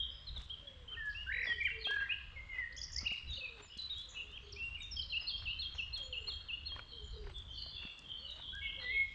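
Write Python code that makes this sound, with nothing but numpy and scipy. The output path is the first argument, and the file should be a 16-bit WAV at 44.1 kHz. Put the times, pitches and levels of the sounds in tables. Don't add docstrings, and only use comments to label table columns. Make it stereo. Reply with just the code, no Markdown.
import sys
import numpy as np
from scipy import signal
from scipy.fft import rfft, irfft
from scipy.io import wavfile
from scipy.ndimage import uniform_filter1d, map_coordinates

SR = 44100
rng = np.random.default_rng(int(sys.argv[2]) if len(sys.argv) > 2 else 0)


def ratio(d):
    e = np.asarray(d, float) / 20
    return 10 ** e


def persist_wave(psi):
    counts = np.round(np.clip(psi, -1, 1) * 32767).astype(np.int16)
    wavfile.write(sys.argv[1], SR, np.atleast_2d(counts).T)


N = 403074

# start_s, length_s, start_hz, end_hz, peak_db
LEFT_GLIDES = [(0.357, 0.03, 4150, 3210, -46), (0.669, 0.024, 3485, 3190, -49),
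               (1.318, 0.11, 3855, 3980, -57.5), (4.0, 0.062, 3990, 4060, -56.5),
               (1.463, 0.091, 3545, 2950, -44.5), (3.367, 0.019, 3100, 2710, -45.5),
               (3.784, 0.03, 4080, 3990, -42.5), (4.745, 0.023, 2935, 2750, -43.5)]
AHEAD_GLIDES = [(2.486, 0.1, 2200, 1903, -48.5), (5.197, 0.0081, 3800, 5200, -55),
                (5.305, .018, 4500, 5050, -53.5), (2.875, 0.036, 2155, 1650, -61.5),
                (1.853, 0.043, 2470, 2940, -45.5), (2, 0.02, 2600, 2800, -49),
                (5.094, 0.029, 4300, 3930, -45), (5.125, 0.011, 3970, 4770, -50.5),
                (5.15, .008, 4300, 4900, -52), (5.162, 0.0073, 4700, 3300, -50),
                (3.3, 0.019, 6000, 7470, -61), (3.815, 0.063, 3960, 4050, -47),
                (4.371, 0.011, 3370, 2230, -47.5), (4.559, 0.023, 2220, 2680, -51.5),
                (4.818, 0.023, 8000, 5000, -57.5), (4.965, 0.013, 4050, 5380, -48),
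                (5.205, 0.036, 5280, 4820, -50), (5.272, 0.036, 4410, 4570, -42.5),
                (6.021, 0.072, 6810, 7060, -61.5)]
RIGHT_GLIDES = [(1.262, 0.039, 1440, 1668, -49), (5.5, 0.1, 3024, 3090, -53.5),
                (1.676, 0.014, 1850, 1400, -47.5), (3.042, 0.013, 2700, 3000, -50.5),
                (.886, 0.011, 3100, 3500, -62), (5.375, 0.02, 5300, 5270, -58)]
# start_s, length_s, start_hz, end_hz, peak_db
LEFT_BOWS = [
    (0.265, 0.04, 4250, 3286, -47.5),
    (1.808, 0.031, 4000, 4250, -50),
    (3.615, 0.059, 7000, 6650, -58.5),
]
LEFT_ARCHES = [
    (1.65, 0.032, 2986, 2393, -41.5),
    (2.77, 0.03, 2650, 3220, -51.5),
]
AHEAD_BOWS = [(1.142, 0.1, 2530, 2860, -47.5), (1.7, 0.036, 2600, 2640, -45),
              (2.95, 0.068, 1684, 2270, -55.5), (3.96, 0.072, 3100, 3406, -49),
              (4.24, .1, 3050, 3610, -64.5), (4.32, 0.064, 2710, 3270, -53),
              (4.521, 0.019, 6140, 3690, -48.5)]
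AHEAD_SAGS = [
    (2.354, 0.064, 2280, 2160, -50.5),
    (3.403, 0.028, 2824, 2630, -46.5),
    (4.908, 0.045, 5910, 5350, -44),
    (4.984, 0.021, 4900, 5680, -45),
    (5.017, 0.014, 5470, 3660, -43.5),
]
RIGHT_BOWS = [
    (8.522, 0.079, 1425, 1618, -52.5),
]
# time_s, pitch_hz, level_db
SUNG_LEFT = [
    [(0.0, 3250, -35.5), (0.016, 3223, -39), (0.03, 3142, -43.5), (0.045, 3330, -57.5)],
    [(1.836, 4170, -51), (1.856, 3170, -38.5), (1.864, 3201, -38), (1.884, 3272, -42), (1.912, 3164, -42),
     (1.93, 3270, -51)],
    [(4.575, 2600, -51), (4.595, 2740, -48.5), (4.621, 2660, -44.5), (4.637, 2774, -43),
     (4.703, 2730, -47.5), (4.71, 2720, -50)],
    [(4.962, 3265, -55), (4.97, 3270, -43), (4.99, 3124, -46), (4.998, 3060, -34.5), (5.004, 3290, -44.5),
     (5.022, 3110, -47.5)],
]
SUNG_AHEAD = [
    [(2.088, 2430, -56.5), (2.096, 2460, -41.5), (2.104, 2506, -35.5), (2.118, 2794, -35.5),
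     (2.126, 2900, -34.5), (2.133, 2920, -44)],
    [(3.428, 2540, -62.5), (3.436, 2613, -44.5), (3.448, 2625, -43.5), (3.46, 2470, -41),
     (3.466, 2430, -48)],
]
SUNG_ARCHES = [
    [(.494, 2860, -59), (.504, 3154, -44), (.512, 3220, -41.5), (.526, 3320, -49), (.54, 3140, -46),
     (.55, 2930, -56.5)],
    [(.874, 2680, -60), (.884, 3194, -50.5), (.9, 3020, -51), (.934, 3186, -47.5), (.948, 2870, -49),
     (.96, 2380, -54)],
    [(3.052, 2190, -49.5), (3.06, 2630, -42), (3.07, 2907, -32), (3.08, 2654, -39), (3.088, 2190, -51)],
    [(3.105, 2140, -45), (3.115, 2542, -42.5), (3.127, 2924, -34), (3.137, 2634, -42.5), (3.146, 2100, -46)],
]
SUNG_HIGH = [
    [(3.264, 3950, -75), (3.27, 4005, -59), (3.304, 3860, -47.5), (3.342, 3620, -42), (3.35, 3600, -56)],
    [(3.895, 3535, -52), (3.907, 3790, -40), (3.922, 3847, -40.5), (3.935, 3650, -42.5), (3.946, 3350, -50)],
    [(4.8, 3660, -56.5), (4.82, 3794, -47.5), (4.842, 3548, -51.5), (4.85, 3700, -52.5), (4.88, 3680, -56)],
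]
SUNG_LOW = [
    [(8.803, 2218, -58), (8.817, 1968, -52), (8.891, 1993, -40), (8.927, 2178, -41), (8.973, 2179, -34.5),
     (9.037, 2159, -40.5), (9.05, 2050, -60.5)],
    [(2.576, 1997, -60.5), (2.586, 2063, -35), (2.626, 1903, -46), (2.644, 1860, -38), (2.652, 1920, -47),
     (2.66, 2010, -49)],
    [(1.46, 1970, -41.5), (1.474, 1926, -39.5), (1.486, 1974, -44.5), (1.496, 1876, -38),
     (1.52, 1906, -32.5), (1.545, 1897, -55)],
    [(8.61, 2170, -58), (8.62, 2204, -49), (8.644, 2235, -48.5), (8.658, 2198, -41), (8.71, 2120, -56)],
]
SUNG_RIGHT = [
    [(0.96, 1630, -62), (0.97, 1830, -48.5), (0.98, 1857, -46.5), (1.02, 1739, -46), (1.094, 1688, -42.5),
     (1.14, 1667, -48.5), (1.16, 1720, -53.5)],
    [(1.872, 1603, -48), (1.908, 1616, -41), (1.934, 1706, -40), (1.998, 1594, -38.5), (2.036, 1648, -48),
     (2.05, 1585, -46.5), (2.058, 1604, -59.5)],
]
SUNG_DROPS = [
    [(1.6, 2310, -54), (1.606, 2360, -40.5), (1.614, 2363, -37.5), (1.624, 2150, -37.5), (1.635, 2105, -49)],
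    [(1.643, 2425, -48), (1.655, 2390, -31), (1.665, 2180, -34.5), (1.675, 1880, -34.5), (1.68, 1880, -43)],
]
# start_s, length_s, start_hz, middle_hz, end_hz, level_db
HOARSE_NOTE = [
    (4.142, .07, 2520, 2600, 2700, -52),
    (4.158, .078, 2900, 2860, 2720, -46.5),
]
# time_in_note_s, pitch_hz, level_db
HIGH_NOTE = [(0, 3940, -22.5), (.012, 4200, -8), (.024, 4326, -6), (.03, 4203, -9), (.036, 3675, -9),
             (.047, 3300, -12), (.062, 3230, -14), (.095, 3235, -13), (.115, 3190, -25)]
LOW_NOTE = [(0, 3310, -6), (.01, 2850, -6.5), (.024, 2600, -4.5), (.04, 2780, -5), (.056, 2890, -1),
            (.07, 2830, -11.5)]
# start_s, level_db
HIGH_AT = [(5.262, -35.5), (5.586, -34), (5.925, -35), (6.266, -35), (6.648, -37.5)]
LOW_AT = [(5.121, -38.5), (5.454, -40), (5.78, -39.5), (6.125, -40), (6.484, -40.5)]
# start_s, length_s, centre_hz, swings_per_s, level_db
RATTLES = [
    (2.724, .012, 4600, 125, -60),
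    (2.764, .033, 6050, 61, -47),
    (3.072, .016, 4200, 110, -56),
    (3.166, .011, 4300, 110, -59),
    (2.917, .034, 6300, 61, -50),
    (3.33, .085, 4300, 60, -51),
]
# time_in_group_s, start_hz, end_hz, level_db
STROKES = [(0, 4730, 5580, 2), (.004, 5600, 7100, -12.5), (.012, 5600, 4280, -6), (.017, 4800, 6800, -6.5),
           (.022, 5700, 4500, -3.5), (.027, 4790, 5680, -5), (.035, 5800, 4810, -8.5)]
# start_s, level_db
STROKES_AT = [
    (2.815, -37.5),
    (2.962, -37),
]
# first_s, spacing_s, level_db
TRILL = (1.287, .0232, -38.5)
# start_s, length_s, pitch_hz, level_db
VEILED = [(5.3, .07, 3450, -54.5), (1.472, .02, 4750, -56.5), (1.11, .03, 5400, -60.5),
          (8.16, .05, 4350, -62), (0.099, 0.04, 5075, -61), (8.035, 0.039, 3190, -51.5),
          (8.2, 0.12, 2952, -55.5), (6.902, 0.09, 3150, -55.5), (6.987, 0.011, 3230, -49),
          (7.34, 0.034, 3462, -46), (6.5, 0.03, 3447, -54.5), (7.535, 0.055, 4520, -48.5),
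          (7.575, 0.061, 4220, -48), (7.55, 0.08, 3050, -51.5), (7.747, 0.094, 2773, -54),
          (8.08, 0.044, 3223, -45.5), (8.225, 0.021, 2950, -49.5), (8.288, 0.016, 2936, -53.5),
          (7.7, 0.11, 3447, -49.5), (8.598, 0.1, 3170, -46), (8.437, 0.064, 3240, -46)]
# start_s, length_s, start_hz, end_hz, level_db
FAR_FALLS = [(0, 0.029, 3755, 2960, -47), (1.094, 0.011, 5500, 3480, -56.5),
             (1.427, 0.031, 5620, 4350, -54.5), (8.92, .06, 2600, 2290, -51), (4.758, .02, 2860, 2290, -50),
             (1.785, 0.05, 4730, 3820, -52), (2.515, 0.035, 3030, 2600, -58),
             (2.681, 0.019, 2016, 1564, -54), (3.68, 0.012, 5370, 4880, -56.5),
             (3.77, 0.02, 5000, 3595, -49), (4.089, 0.0076, 7650, 5580, -51.5),
             (4.435, 0.041, 4680, 3870, -66), (5.74, 0.021, 7200, 4995, -61.5),
             (6.88, 0.05, 4490, 3680, -55.5), (7.1, 0.053, 4490, 3660, -57.5),
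             (7.62, 0.075, 4900, 4470, -55.5), (7.5, 0.06, 6600, 4830, -69),
             (8.083, 0.026, 3874, 3190, -53.5), (8.272, 0.06, 3990, 3250, -52),
             (8.41, 0.035, 3770, 3170, -46.5), (8.61, 0.1, 2910, 2800, -53), (8.795, 0.08, 4240, 3200, -52),
             (8.86, 0.06, 3850, 3105, -51)]
FAR_RISES = [(5.366, 0.01, 3990, 5370, -50.5), (0.902, 0.042, 1394, 1524, -61),
             (1.973, 0.071, 1750, 1980, -51.5), (3.307, 0.046, 5600, 6900, -68.5),
             (3.7, 0.04, 2650, 3550, -52.5), (5.474, 0.016, 3720, 4436, -46.5),
             (6.147, 0.21, 7090, 7300, -69), (8.3, 0.049, 5880, 7200, -71),
             (7.02, 0.055, 7050, 6930, -63.5), (7.48, 0.078, 2960, 3627, -51)]
# start_s, length_s, start_hz, end_hz, level_db
CROWN_CALLS = [(1.33, .2, 9400, 9300, -79), (3.9, .08, 6200, 7800, -75), (4.36, 0.12, 5600, 6900, -78),
               (4.63, .035, 7600, 8000, -70), (4.672, 0.022, 8300, 7700, -78),
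               (4.785, .025, 8100, 7200, -68), (4.2, .02, 7600, 6200, -70), (7.3, .08, 8000, 7800, -73),
               (7.9, .1, 7700, 7650, -78), (7.85, .05, 2400, 2400, -68), (3.875, 0.055, 2300, 2900, -66),
               (7.549, .009, 4750, 3850, -50), (7.11, .12, 4750, 4650, -67),
               (3.295, .012, 3600, 3200, -48.5), (4.445, 0.042, 3080, 3600, -59.5)]
# freq_hz, t60_s
WOOD_T60 = [(400, 0.33), (2000, 0.79), (4000, 0.95), (8000, 0.26)]
# start_s, length_s, start_hz, level_db
COOS = [(0.6, 0.39, 589, -71), (1.333, 0.28, 518, -67.5), (1.712, 0.25, 464, -61), (3.358, 0.27, 557, -67),
        (4.03, 0.29, 536, -75), (4.415, 0.16, 430, -67), (5.981, .32, 570.5, -66),
        (6.929, 0.12, 495, -63.5), (7.128, 0.2, 430, -61), (8.761, 0.24, 537, -66)]
# start_s, length_s, level_db
OPENERS = [(0.077, 0.18, -76.5), (2.7, 0.11, -72), (8.18, 0.18, -73), (2.33, .15, -75), (5.03, .12, -77)]
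# start_s, peak_db, pitch_hz
TWIGS = [(1.473, -49, 635), (1.871, -42, 755), (1.909, -44.5, 1070), (1.967, -42, 1550), (2.01, -51, 1340),
         (2.085, -54.5, 1380), (3.019, -54, 1370), (3.119, -52, 730), (6.291, -54.5, 1290),
         (6.72, -53, 1120), (6.763, -46, 1100), (6.793, -41.5, 1450), (7.27, -53.5, 950), (7.663, -54, 670),
         (8.398, -52, 955)]
# start_s, peak_db
THUDS = [
    (0.382, -47.5),
    (1.491, -46),
    (3.03, -39.5),
    (3.116, -41.5),
    (3.769, -45.5),
    (7.851, -39),
]
# start_s, peak_db
LEAVES = [(0.3794, -60.5), (0.4174, -69.5), (1.0563, -66), (1.6341, -61), (1.8528, -58), (1.909, -66.5),
          (2.2788, -80.5), (3.127, -60), (3.5695, -75.5), (3.775, -59), (3.9826, -58.5), (4.315, -75.5),
          (5.9756, -59.5), (6.2298, -78), (6.3537, -73.5), (7.383, -68), (7.979, -71.5), (7.991, -65.5),
          (8.307, -68.5), (8.551, -74.5), (9.1142, -76.5)]
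# centre_s, level_db
STEPS = [(.39, -60.5), (.93, -63), (1.49, -56), (2.02, -65), (2.57, -57.5), (3.04, -58.5), (3.612, -58.5),
         (4.15, -67), (4.62, -69), (5.24, -61.5), (5.43, -62.5), (5.75, -60.5), (6.0, -62), (6.3, -63),
         (6.78, -57.5), (7.28, -60), (7.85, -59), (8.399, -59), (8.83, -60.5)]
# time_s, rumble_db
WIND = [(0.0, -51.5), (0.1, -61), (0.41, -44.5), (0.46, -55), (1.78, -54), (1.86, -66), (2.39, -52.5),
        (2.49, -60.5), (3.08, -53.5), (3.16, -61.5), (3.31, -42), (3.41, -58.5), (6.75, -52), (7.84, -57),
        (7.89, -66), (8.35, -55), (8.83, -60.5), (9.14, -51.5)]
# freq_hz, density_db_per_hz
RUMBLE = [(8.8, -30.5), (15, -8), (65, 1.5), (156, -20.5), (300, -58), (390, -58.5), (660, -120)]
# freq_hz, density_db_per_hz
HUSH = [(70, -17), (130, -5.5), (320, -14), (820, -18.5), (1030, -12.5), (2500, -20), (3150, -10),
        (4300, -21.5), (5600, -27.5), (7400, -30), (8400, -37), (10900, -56.5), (16000, -81)]
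# freq_hz, left_right_likeness
ALIKE = [(30, .62), (70, .86), (500, .8), (4000, .3)]


def songbirds():
    left, ahead, right = [whistle(notes, edge_s=0.0038, round_share=.27, quaver_db=0.67, flutter_hz=22.2)
                          for notes in near_notes()]
    left = left + whistle(HOARSE_NOTE, edge_s=.02, round_share=.3, quaver_db=4, flutter_hz=55)
    left = left + ratio(2) * refrain() + sung(SUNG_LEFT)
    ahead = ahead + sung(SUNG_AHEAD + SUNG_ARCHES + SUNG_HIGH + SUNG_LOW)
    right = right + rattles() + strokes() + sung(SUNG_RIGHT + SUNG_DROPS)
    direct = left * ratio([[2.3], [-2.3]]) + ahead * ratio([[.2], [-.2]]) + right * ratio([[-1.5], [1.5]])
    close = echoes(left + ahead + right, gap_s=0.011, early_db=4)

    level_notes = [(s, length_s, hz, hz, hz, db) for s, length_s, hz, db in VEILED]
    veiled = whistle(level_notes, edge_s=.015, round_share=0.1, quaver_db=4, flutter_hz=100)
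    far_notes = straight(FAR_FALLS + FAR_RISES + CROWN_CALLS)
    far = whistle(far_notes, edge_s=0.0064, round_share=0.0088, quaver_db=3.8, flutter_hz=102)
    distant = echoes(far + veiled, gap_s=0.0069, early_db=-3.5)
    screen_db = -9
    return (ratio(4.5) * direct + ratio(-3.5) * close
            + ratio(screen_db) * veiled + ratio(-3) * far + ratio(1.26) * distant)


def near_notes():
    bow, arch, sag = .055, 0.15, -0.055
    return (straight(LEFT_GLIDES) + straight(LEFT_BOWS, bow) + straight(LEFT_ARCHES, arch),
            straight(AHEAD_GLIDES) + straight(AHEAD_BOWS, bow) + straight(AHEAD_SAGS, sag),
            straight(RIGHT_GLIDES) + straight(RIGHT_BOWS, bow) + trill())


def sung(notes):
    out = np.zeros(N)
    for note in notes:
        s, hz, db = np.transpose(note)
        t = np.arange(s[0], s[-1], 1 / SR)
        pitch_hz = uniform_filter1d(np.interp(t, s, hz), size=250, mode="nearest")
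        soft_ends = np.minimum(1, 4 * np.hanning(len(t) + 2)[1:-1] ** .5)
        add(out, s[0], ratio(np.interp(t, s, db) - 0.17) * soft_ends * tone(pitch_hz))
    return out * ratio(1.5 * wobble(90))


def refrain():
    out = np.zeros(N)
    for shape, entries in ((HIGH_NOTE, HIGH_AT), (LOW_NOTE, LOW_AT)):
        s, hz, db = np.transpose(shape)
        t = np.arange(0, s[-1], 1 / SR)
        pitch_hz = uniform_filter1d(np.interp(t, s, hz), size=200, mode="nearest")
        soft_ends = signal.windows.tukey(len(t), .08)
        for start_s, level_db in entries:
            detune = 1 + 0.0049 * rng.normal()
            add(out, start_s, ratio(level_db + np.interp(t, s, db)) * soft_ends * tone(pitch_hz * detune))
    return out * ratio(3 * wobble(70))


def rattles():
    out = np.zeros(N)
    swing_share, still_hz = .27, 2700
    for s, length_s, centre_hz, rate_hz, db in RATTLES:
        t = np.arange(0, length_s, 1 / SR)
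        swing = -np.cos(2 * np.pi * rate_hz * t)
        sinking = swing - 6 * t
        hz = centre_hz + swing_share * (centre_hz - still_hz) * sinking
        voice = tone(hz) + ratio(-34.5) * tone(2 * hz)
        add(out, s, ratio(db - 3.5 * swing) * signal.windows.tukey(len(t), .12) * voice)
    return out * ratio(3 * wobble(200))


def strokes():
    length_s = 0.0048
    notes = [(at_s + s, length_s, start_hz, end_hz, level_db + db)
             for at_s, level_db in STROKES_AT
             for s, start_hz, end_hz, db in STROKES]
    return whistle(straight(notes), edge_s=.002, round_share=.2, quaver_db=3, flutter_hz=200)


def trill(count=7):
    first_s, spacing_s, db = TRILL
    warmth = 1 - np.exp(-np.arange(count) / 0.7)
    return [(first_s + k * spacing_s, .021, 1520 + 260 * w, 1620 + 400 * w, 2050 + 900 * w, db)
            for k, w in enumerate(warmth)]


def straight(notes, bend=0):
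    return [(s, length_s, start_hz, (start_hz + end_hz) / 2 * (1 + bend), end_hz, db)
            for s, length_s, start_hz, end_hz, db in notes]


def whistle(notes, edge_s, round_share, quaver_db, flutter_hz):
    out = np.zeros(N)
    flutter = flutter_hz * wobble(160)
    for s, length_s, start_hz, middle_hz, end_hz, db in notes:
        u = np.linspace(-1, 1, int((length_s + edge_s) * SR))
        mean_hz = (start_hz + end_hz) / 2
        hz = middle_hz + (end_hz - start_hz) / 2 * u + (mean_hz - middle_hz) * u ** 2
        hz += np.resize(flutter[int(s * SR):], len(u))
        ramp = (edge_s + min(round_share * length_s, .014)) / (length_s + edge_s)
        swell = np.sin(np.pi / 2 * np.clip((1 - abs(u)) / (2 * ramp), 0, 1)) ** 2
        add(out, s - edge_s / 2, ratio(db) * swell * tone(hz))
    return out * ratio(quaver_db * wobble(90))


def echoes(x, gap_s, early_db, piece_s=.4):
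    out = np.zeros((2, N + 2 * SR))
    step = int(piece_s * SR)
    for i in range(0, N, step):
        noise = rng.standard_normal((2, SR)) + 1.1 * rng.standard_normal(SR)
        hz, t, z = signal.stft(noise, SR, nperseg=256)
        onset = np.clip((t - gap_s) / 0.0049, 0, 1)
        early = 1 + ratio(early_db - 60 * t / 0.24)
        decay = ratio(-60 * t / along(WOOD_T60, hz)[:, None])
        tail = signal.istft(z * onset * early * decay, SR, nperseg=256)[1]
        wet = signal.fftconvolve(x[None, i:i + step], tail / np.linalg.norm(tail[0]), axes=1)
        out[:, i:i + wet.shape[1]] += wet
    return out[:, :N] * ratio(2 * wobble(200))


def pigeon():
    rest_hz, open_from_hz, open_to_hz = 369, 430, 634
    calls = [(s, length_s, hz, rest_hz, db) for s, length_s, hz, db in COOS]
    calls += [(s, length_s, open_from_hz, open_to_hz, db) for s, length_s, db in OPENERS]
    coo = whistle(straight(calls, bend=.05), edge_s=.05, round_share=0.04, quaver_db=3.3, flutter_hz=20)
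    return ratio(3) * coo + ratio(-1) * echoes(coo, gap_s=0.0076, early_db=2, piece_s=2)


def walker():
    out, crackle = np.zeros(N), np.zeros(N)
    t = np.arange(SR // 8) / SR
    for s, db, hz in TWIGS:
        ring = np.sin(2 * np.pi * hz * t) + .6 * np.sin(2 * np.pi * 1.6 * hz * t)
        add(out, s, ratio(db + 5 - 60 * t / 0.019) * ring)
    for s, db in THUDS:
        add(out, s, ratio(db - 60 * t / 0.024) * np.sin(2 * np.pi * 210 * t))
    for s, db in LEAVES:
        snap, settling = ratio(-60 * t / 0.018), ratio(-12.5 - 60 * t / 0.44)
        add(crackle, s, ratio(db + 5) * (snap + settling))
    time_s = np.arange(N) / SR
    scuffs = sum(ratio(db) * np.exp(-((time_s - s) / 0.039) ** 2) for s, db in STEPS)
    dry_leaf = rush([(2000, -31.0), (4500, 2.0), (7500, 0.0), (11500, -22.5), (13000, -41.5)])
    litter = rush([(120, -17.5), (300, -5.5), (1200, 0), (3000, -2), (9000, -31.5), (13000, -67)])
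    grain = ratio(4.5 * wobble(120))
    return out + grain * (crackle * dry_leaf + scuffs * litter)


def air():
    s, db = np.transpose(WIND)
    lumps = unit(ratio(3.7 * wobble(5.5)) * rush(RUMBLE))
    gusts = ratio(2 + np.interp(np.arange(N) / SR, s, db))
    rumble = gusts * lumps * ratio([[1.1], [-1.1]])
    return rumble + ratio(-63) * patches(rush(HUSH), depth_db=1.8)


def patches(x, depth_db):
    z = signal.stft(x, nperseg=512)[2]
    field = uniform_filter1d(rng.standard_normal(z.shape[1:]), 9, axis=0)
    field = uniform_filter1d(field, 30, axis=1)
    return unit(signal.istft(z * ratio(depth_db * unit(field)), nperseg=512)[1][:, :N])


def rush(spectrum):
    hz = np.fft.rfftfreq(N, 1 / SR)
    turn = np.arccos(np.clip(along(ALIKE, hz), -1, 1)) / 2
    shaped = rfft(rng.standard_normal((2, N))) * ratio(along(spectrum, hz))
    mid, side = irfft(shaped * [np.cos(turn), np.sin(turn)], N)
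    return unit(np.array([mid + side, mid - side]))


def tone(hz):
    return np.sin(2 * np.pi * np.cumsum(hz) / SR)


def wobble(rate_hz):
    knots = rng.standard_normal(int(N * rate_hz / SR) + 4)
    return map_coordinates(knots, [np.arange(N) * rate_hz / SR])


def along(points, hz):
    f, v = np.transpose(points)
    return np.interp(np.log(hz + 1), np.log(f + 1), v)


def unit(x):
    return x / np.sqrt(np.mean(x ** 2) + 1e-20)


def add(track, s, sound):
    place = track[max(round(s * SR), 0):][:len(sound)]
    place += sound[:len(place)]


def scene():
    left, right = songbirds() + pigeon() + walker() + air()
    lag_samples = 2
    return np.array([np.roll(left, lag_samples), right])


def low_pass(x):
    return signal.sosfilt(signal.butter(12, 12000, fs=SR, output="sos"), x)


def record(dry):
    return low_pass(dry)


dry = scene()
out = record(dry)
persist_wave(out)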